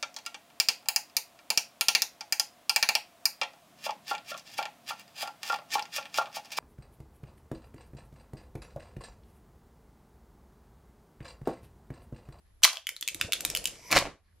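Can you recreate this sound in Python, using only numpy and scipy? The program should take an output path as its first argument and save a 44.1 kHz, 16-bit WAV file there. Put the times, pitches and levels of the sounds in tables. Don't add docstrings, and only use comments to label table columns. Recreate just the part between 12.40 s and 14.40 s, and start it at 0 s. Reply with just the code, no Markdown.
import sys
import numpy as np
from scipy import signal
from scipy.fft import rfft, irfft
from scipy.io import wavfile
from scipy.ndimage import uniform_filter1d

SR = 44100
rng = np.random.default_rng(int(sys.argv[2]) if len(sys.argv) > 2 else 0)


def boost_factor(decibels):
    exponent = np.asarray(decibels, float) / 20
    return 10 ** exponent


def wrap_up_sound(samples):
    columns = np.atleast_2d(samples).T
    tamed = np.clip(columns, -1, 1)
    steps = np.round(tamed * 32767).astype(np.int16)
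    wavfile.write(sys.argv[1], SR, steps)


N = 88200
HZ = np.arange(N + 1) * SR / (2 * N) + 1

# start in
# seconds, peak level in dB, film pitch in Hz, second pitch in Hz, treble in dB.
PEEL_CRACKS = [(0.2289, -29.5, 8200, 6050, -11), (0.2329, -6, 3030, 4200, -17),
               (.2360, -0.5, 6060, 3890, -24), (0.2427, -3, 4000, 7220, -12), (0.2468, -4, 3220, 2050, -13),
               (.2495, -9, 3050, 2170, -13), (.2512, -13, 1045, 1950, -14), (0.257, -50, 2000, 3200, -14),
               (0.263, -37, 3200, 1820, 0), (0.2761, -22, 1120, 3180, -30), (0.3303, -26, 4690, 950, -14.5),
               (0.3558, -29, 3180, 4460, -24), (.3700, -21, 3280, 3300, -37),
               (0.4683, -18, 3090, 2150, -16.5), (0.4899, -21, 2210, 3120, -11),
               (0.5639, -27.5, 4000, 4200, -16), (0.6094, -32, 3300, 4270, -3.5),
               (0.6253, -19.5, 3470, 4230, -14), (0.6762, -16.5, 3540, 2480, -8.5),
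               (0.685, -17, 3140, 2640, -14), (0.7449, -28.5, 2170, 3650, -3.5),
               (0.8113, -11.5, 2660, 3550, -16), (0.8109, -18, 1510, 4060, -16),
               (0.838, -36, 2820, 2200, -19.5), (.9214, -11, 2810, 3520, -14.5),
               (.9317, -13, 3450, 2590, -10), (0.9358, -18.5, 3300, 2850, -9.5),
               (1.006, -23.5, 5100, 7670, -10), (1.0492, -13, 3800, 2450, -9),
               (1.0503, -25.5, 6000, 910, -11.5), (1.1, -19, 5530, 6140, -8),
               (1.1493, -12.5, 2970, 5500, -13), (1.162, -21, 3030, 4330, -11),
               (1.171, -21.5, 4380, 2770, -4), (1.2409, -30, 4600, 3000, -2.5),
               (1.2546, -14.5, 2970, 5400, -10.5), (1.2718, -23, 4650, 2990, -7)]
# start in seconds, peak level in dB, film pitch in Hz,
# second pitch in Hz, treble in dB.
CRUNCH_CRACKS = [(1.5054, -27, 2016, 1084, -21.5), (1.5129, -18, 4350, 5940, -13),
                 (1.5175, -15.5, 2360, 5225, -12), (1.5257, -8, 2425, 4280, -20),
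                 (1.5311, -13.5, 1136, 2175, -31), (1.543, -22, 1858, 919, -31),
                 (1.5499, -18, 2760, 5370, -19), (1.5566, -11.5, 5390, 667, -27.5),
                 (1.5617, -14.5, 1660, 1100, -35.5), (1.5676, -8.5, 2950, 4070, -22.5),
                 (1.5694, -9.5, 970, 2120, -25.5), (1.577, -6.5, 3794, 1940, -27),
                 (1.5868, -14, 3820, 5600, -10), (1.5916, -23.5, 3660, 2510, -23),
                 (1.612, -23, 1010, 2400, -31), (1.6237, -22.5, 560, 2130, -40),
                 (1.6532, -23.5, 750, 570, -38.5), (1.660, -25.5, 565, 1700, -45)]
# frequency in Hz, level in dB.
FILM_COLOUR = [(300, -60.5), (700, -29), (1400, -1.5), (2500, 5), (4500, 2), (7000, 1), (10000, -46.5)]
# time in seconds, delay in seconds.
DESK_ECHO = [(.2, 0.0073), (.8, .0085), (1.05, 0.011), (1.16, 0.015), (1.25, 0.02)]
# time in seconds, level in dB.
PEEL_PULL = [(.47, -90), (.52, -81.5), (.6, -91), (.7, -72.5), (0.76, -69), (0.845, -59), (.9, -66.5),
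             (0.974, -67), (1.058, -60), (1.212, -61.5), (1.3, -64.5), (1.4, -69), (1.5, -68.5)]
# frequency in Hz, level in dB per Hz.
RUSTLE_COLOUR = [(20, -17.5), (45, -0.5), (136, -9), (800, -19), (1400, -20.5), (3500, -19), (8000, -18),
                 (12500, -35)]
# frequency in Hz, width in Hz, level in dB.
FLUTTER_BANDS = [(130, 60, -3), (299, 140, -2.5), (485, 180, 3.5), (610, 240, -0.5)]
# frequency in Hz, width in Hz, level in dB.
STRETCH_BANDS = [(972, 130, -62), (2180, 490, -55.5), (5000, 450, -60), (5800, 650, -57.5),
                 (11500, 2000, -59.5)]
# time in seconds, level in dB.
STRETCH_SWELL = [(1.07, -14.5), (1.42, -7.5), (1.49, 3)]
# time in seconds, level in dB.
CRUNCH_FORCE = [(1.5, -42.5), (1.526, -15), (1.546, -21.5), (1.57, -7), (1.61, -38.5)]
# frequency in Hz, level in dB per Hz.
CRUNCH_COLOUR = [(24, -40), (40, -6.5), (850, -8), (1400, -7), (3000, -10), (6000, -15.5), (12800, -25.5),
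                 (16000, -53.5)]
# frequency in Hz, width in Hz, level in dB.
BOX_MODES = [(109.8, 79, -4.5), (278, 48, 0.5), (559.7, 60, 6), (711, 100, 2), (1032, 60, 8.5),
             (1650, 150, -7.5), (2067, 100, 5.5)]
# time in seconds, level in dB.
SETTLE_FORCE = [(.25, -30), (.28, -48), (.34, -51), (.38, -50.5), (.42, -77)]
# frequency in Hz, level in dB per Hz.
SETTLE_COLOUR = [(300, -29.5), (600, -2.5), (1100, -1), (1600, -5), (2500, -14)]
# time in seconds, level in dB.
SLUMP_FORCE = [(1.6, -50), (1.62, -33), (1.645, -54), (1.655, -30.5), (1.68, -36), (1.74, -52)]
# frequency in Hz, level in dB per Hz.
SLUMP_COLOUR = [(18, -44), (30, 0.5), (206, -8), (567, -7), (802, -23), (1050, -11.5), (9000, -37),
                (14300, -60.5), (22000, -120)]
# time in seconds, level in dB.
BRUSH_STROKES = [
    [(.055, -78), (.075, -77.5), (.11, -83)],
    [(1.84, -82), (1.88, -75.5), (1.93, -80)],
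]
# frequency in Hz, width in Hz, level in dB.
BRUSH_BANDS = [(1100, 183, -9.5), (1700, 760, -4.5), (2130, 1300, -9), (4200, 1700, -9), (186, 29, 0.5)]
# start in seconds, peak level in dB, pitch in Hz.
HAND_KNOCKS = [(0.237, -41.5, 222), (0.244, -45.5, 130), (.256, -49.5, 330), (.272, -61, 162),
               (.376, -43.5, 655), (0.621, -53, 304), (.748, -37.5, 312), (0.752, -42, 120),
               (0.815, -38.5, 111), (0.846, -27.5, 106), (0.844, -34.5, 244), (1.557, -23, 45.3),
               (1.557, -54.5, 118), (1.616, -37.5, 562), (1.641, -32.5, 44.3), (1.655, -29.5, 575),
               (1.668, -31.5, 770), (1.68, -37.5, 290)]
# frequency in Hz, time to fall 60 dB in seconds.
ROOM_T60 = [(200, 0.22), (1000, 0.25), (4000, 0.25), (14000, 0.21)]
# frequency in Hz, level in dB per Hz.
HUSH_COLOUR = [(12, -33.5), (20, -7.5), (85, -5), (140, -26), (184, -29), (615, -33), (9280, -49),
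               (11200, -35.5), (14000, -70)]
# frequency in Hz, lead of the left in radians.
PORT_PHASE = [(500, -.03), (3700, -.2), (7500, -.5), (9300, -1.5), (14000, -1.75)]

CRACK_RISE_S, CRACK_T60_S, CRACK_DELAY_S, CRACK_FLOOR_HZ = 0.0003, 0.011, 0.0007, 500
RING_T60_S, KICK_T60_S = 0.0074, 0.0015
BROAD_DB, SECOND_DB, TREBLE_DB = -0.5, -4.5, 12
DULL_BELOW_HZ = 2500
FIRST_CLICK = 4.1
DESK_ECHO_DB = -16.5
AFTER_DB, AFTER_PER_S, AFTER_T60_S = -32, 450, 0.15
RUSTLE_DB, RUSTLE_GRAINS_PER_S = 11, 5600
CRUNCH_DB, CRUNCH_GRAINS_PER_S = -11, 2500
KNOCK_T60_S, KNOCK_RISE_S = 0.044, 0.0023
ROOM_DB, ROOM_START_S, ROOM_SIDE_DB, ROOM_CUT_HZ = -11.5, 0.002, 3, 11800
HUSH_DB, HUSH_SIDE_DB = -63, -0.5
DUCK_DB, DUCK_ABOVE_DB, DUCK_RECOVER_DB_PER_S = 17, -34, 45
PORT_CORNER_HZ, PORT_BASS_DB = 5770, -18
CRACK_SIDE_DB, BOX_SIDE_DB, QUIET_SIDE_DB = -7, -16.5, -9.5


def cracks(table):
    out, t = np.zeros(N + SR), np.arange(1024) / SR
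    rise = 1 - np.exp(-t / CRACK_RISE_S)
    shape = rise * boost_factor(-60 * t / CRACK_T60_S)
    kick = rise * boost_factor(-60 * t / KICK_T60_S)
    film = boost_factor(at_hz(FILM_COLOUR, np.arange(513) * SR / 1024 + 1))
    high = signal.butter(2, [6200, 15500], "band", fs=SR, output="sos")
    width = np.log(1000) / np.pi / RING_T60_S
    click = FIRST_CLICK * (np.arange(1024) == 16)
    noises = rng.standard_normal((len(table), 3, 1024)) + click
    for (s, db, hz, second_hz, treble_db), noise in zip(table, noises):
        broad = peak_one(irfft(rfft(noise[0]) * film) * shape)
        edge = peak_one(signal.sosfilt(high, noise[2] * shape ** 0.9))
        first, second = [peak_one(resonance(resonance(noise[1] * kick, f, width), f, f))
                         for f in (hz, second_hz)]
        body = boost_factor(BROAD_DB) * min(1, hz / DULL_BELOW_HZ) ** 2 * broad + first + boost_factor(SECOND_DB) * second
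        burst = boost_factor(db) * (peak_one(body) + boost_factor(treble_db + TREBLE_DB) * edge)
        echo_s = np.interp(s, *np.transpose(DESK_ECHO))
        for lag, gain in (0, 1), (echo_s, boost_factor(DESK_ECHO_DB)):
            i = int((s + lag + CRACK_DELAY_S) * SR)
            out[i:i + 1024] += gain * burst
    return signal.sosfilt(signal.butter(2, CRACK_FLOOR_HZ, "high", fs=SR, output="sos"), out[:N])


def aftercrackle():
    t, fade = np.arange(N) / SR, 0
    for s, db, *_ in PEEL_CRACKS:
        fade = fade + boost_factor(db - 60 * np.maximum(t - s, 0) / AFTER_T60_S) * (t > s + .004)
    return boost_factor(AFTER_DB) * fade * colour(grains(AFTER_PER_S, spread_db=-1.5), FILM_COLOUR)


def rustle():
    slips = colour(grains(RUSTLE_GRAINS_PER_S, spread_db=2.0), RUSTLE_COLOUR + [(15000, -64)])
    slips = boost_factor(RUSTLE_DB + 2.7 * drift(11.8)) * slips
    peel = curve(PEEL_PULL) * (slips + whisper(FLUTTER_BANDS, patchy_db=5.5))
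    return peel + curve(STRETCH_SWELL) * whisper(STRETCH_BANDS, patchy_db=1.0)


def crunch():
    crumple = colour(grains(CRUNCH_GRAINS_PER_S, spread_db=2.0), CRUNCH_COLOUR)
    ringing = sum(boost_factor(db) * resonance(crumple, hz, width) for hz, width, db in BOX_MODES)
    return boost_factor(CRUNCH_DB) * curve(CRUNCH_FORCE) * (crumple + ringing)


def creaks():
    settle = curve(SETTLE_FORCE) * colour(grains(1100, spread_db=4.0), SETTLE_COLOUR)
    brush = sum(map(curve, BRUSH_STROKES)) * whisper(BRUSH_BANDS, patchy_db=3.0)
    slump = boost_factor(-6) * curve(SLUMP_FORCE) * colour(grains(2500, spread_db=0.5), SLUMP_COLOUR)
    return settle + brush + slump


def knocks():
    out, t = np.zeros(N), np.arange(N) / SR
    for s, db, hz in HAND_KNOCKS:
        u = np.maximum(t - s, 0)
        envelope = boost_factor(db - 60 * u / KNOCK_T60_S) * (1 - np.exp(-u / KNOCK_RISE_S))
        out += envelope * np.sin(2 * np.pi * hz * u)
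    return out


def room(x):
    t, edges, tail = np.arange(SR // 2) / SR, 60 * 2. ** np.arange(9), 0
    for low, high in zip(edges, edges[1:]):
        octave = signal.butter(2, [low, high], "band", fs=SR, output="sos")
        band = signal.sosfilt(octave, rng.standard_normal((2, len(t))))
        tail = tail + band * boost_factor(-60 * t / at_hz(ROOM_T60, np.sqrt(low * high)))
    tail = tail * (1 - np.exp(-(t / ROOM_START_S) ** 2))
    tail = tail / np.sqrt(np.sum(tail[0] ** 2))
    mid, side = boost_factor(ROOM_DB) * signal.fftconvolve(tail, x[None], axes=1)[:, :N]
    dull = signal.butter(5, ROOM_CUT_HZ, fs=SR)
    return apart(*signal.lfilter(*dull, [mid, boost_factor(ROOM_SIDE_DB) * side]))


def hush(loud):
    mid = colour(rng.standard_normal(N), HUSH_COLOUR)
    side = above(130, colour(rng.standard_normal(N), HUSH_COLOUR))
    return boost_factor(HUSH_DB) * duck(loud) * (mid + boost_factor(HUSH_SIDE_DB) * side * [[1], [-1]])


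def duck(loud):
    ramp = DUCK_RECOVER_DB_PER_S * np.arange(N) / SR
    over = np.clip(20 * np.log10(np.abs(loud) + 1e-9) - DUCK_ABOVE_DB, 0, DUCK_DB)
    return boost_factor(-uniform_filter1d(np.maximum.accumulate(over + ramp) - ramp, size=800))


def apart(mid, side):
    side = boost_factor(PORT_BASS_DB) * side + above(PORT_CORNER_HZ, side)
    return np.array([mid + side, mid - side])


def ports(x):
    turn = np.exp(.5j * at_hz(PORT_PHASE, HZ) * np.array([[1], [-1]]))
    return irfft(rfft(x, 2 * N) * turn)[:, :N] * boost_factor(np.array([[-.2], [.2]]))


def above(hz, x):
    return signal.lfilter(*signal.butter(2, hz, "high", fs=SR), x)


def peak_one(x):
    return x / np.abs(x).max()


def curve(rows):
    s, db = np.transpose(rows)
    s = np.r_[s[0] - .03, s, s[-1] + .06]
    db = np.r_[db[0] - 30, db, db[-1] - 30]
    return boost_factor(np.interp(np.arange(N) / SR, s, db, -200, -200))


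def at_hz(points, hz):
    table_hz, value = np.transpose(points)
    return np.interp(np.log(hz), np.log(table_hz), value)


def colour(x, spectrum):
    y = irfft(rfft(x, 2 * N) * boost_factor(at_hz(spectrum, HZ)))[..., :N]
    return y / np.sqrt(np.mean(y ** 2))


def resonance(x, hz, width):
    r = np.exp(-np.pi * width / SR)
    poles = [1, -2 * r * np.cos(2 * np.pi * hz / SR), r * r]
    return signal.lfilter(np.array([1, 0, -1]) * (1 - r * r) / 2, poles, x)


def grains(per_s, spread_db):
    size = boost_factor(spread_db * np.minimum(rng.exponential(1, N), 4)) * rng.standard_normal(N)
    return size * (rng.random(N) < per_s / SR)


def drift(rate):
    r = np.exp(-2 * np.pi * rate / SR)
    x = signal.lfilter([1], [1, -2 * r, r * r], rng.standard_normal(N + SR))[SR:]
    return x / x.std()


def whisper(bands, patchy_db):
    out = 0
    for hz, width, db in bands:
        band = resonance(resonance(rng.standard_normal(N), hz, width), hz, width)
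        out = out + boost_factor(db + patchy_db * drift(32)) * band / band.std()
    return out


def scene():
    table = PEEL_CRACKS + CRUNCH_CRACKS
    box = cracks(table) + rustle() + crunch() + creaks() + aftercrackle() + knocks()
    direct = ports(box)
    direct = direct + apart(0, boost_factor(CRACK_SIDE_DB) * cracks(table))
    direct = direct + apart(0, boost_factor(BOX_SIDE_DB) * np.roll(box, 40))
    direct = direct + boost_factor(QUIET_SIDE_DB) * above(160, rustle() + creaks()) * [[1], [-1]]
    return direct + room(box) + hush(box)


def low_pass(x):
    return signal.sosfilt(signal.butter(12, 16980, fs=SR, output="sos"), x)


def record(dry):
    x = signal.sosfilt(signal.butter(8, 14900, fs=SR, output="sos"), dry)
    return low_pass(np.clip(x, -1, 1))


dry = scene()
out = record(dry)
wrap_up_sound(out)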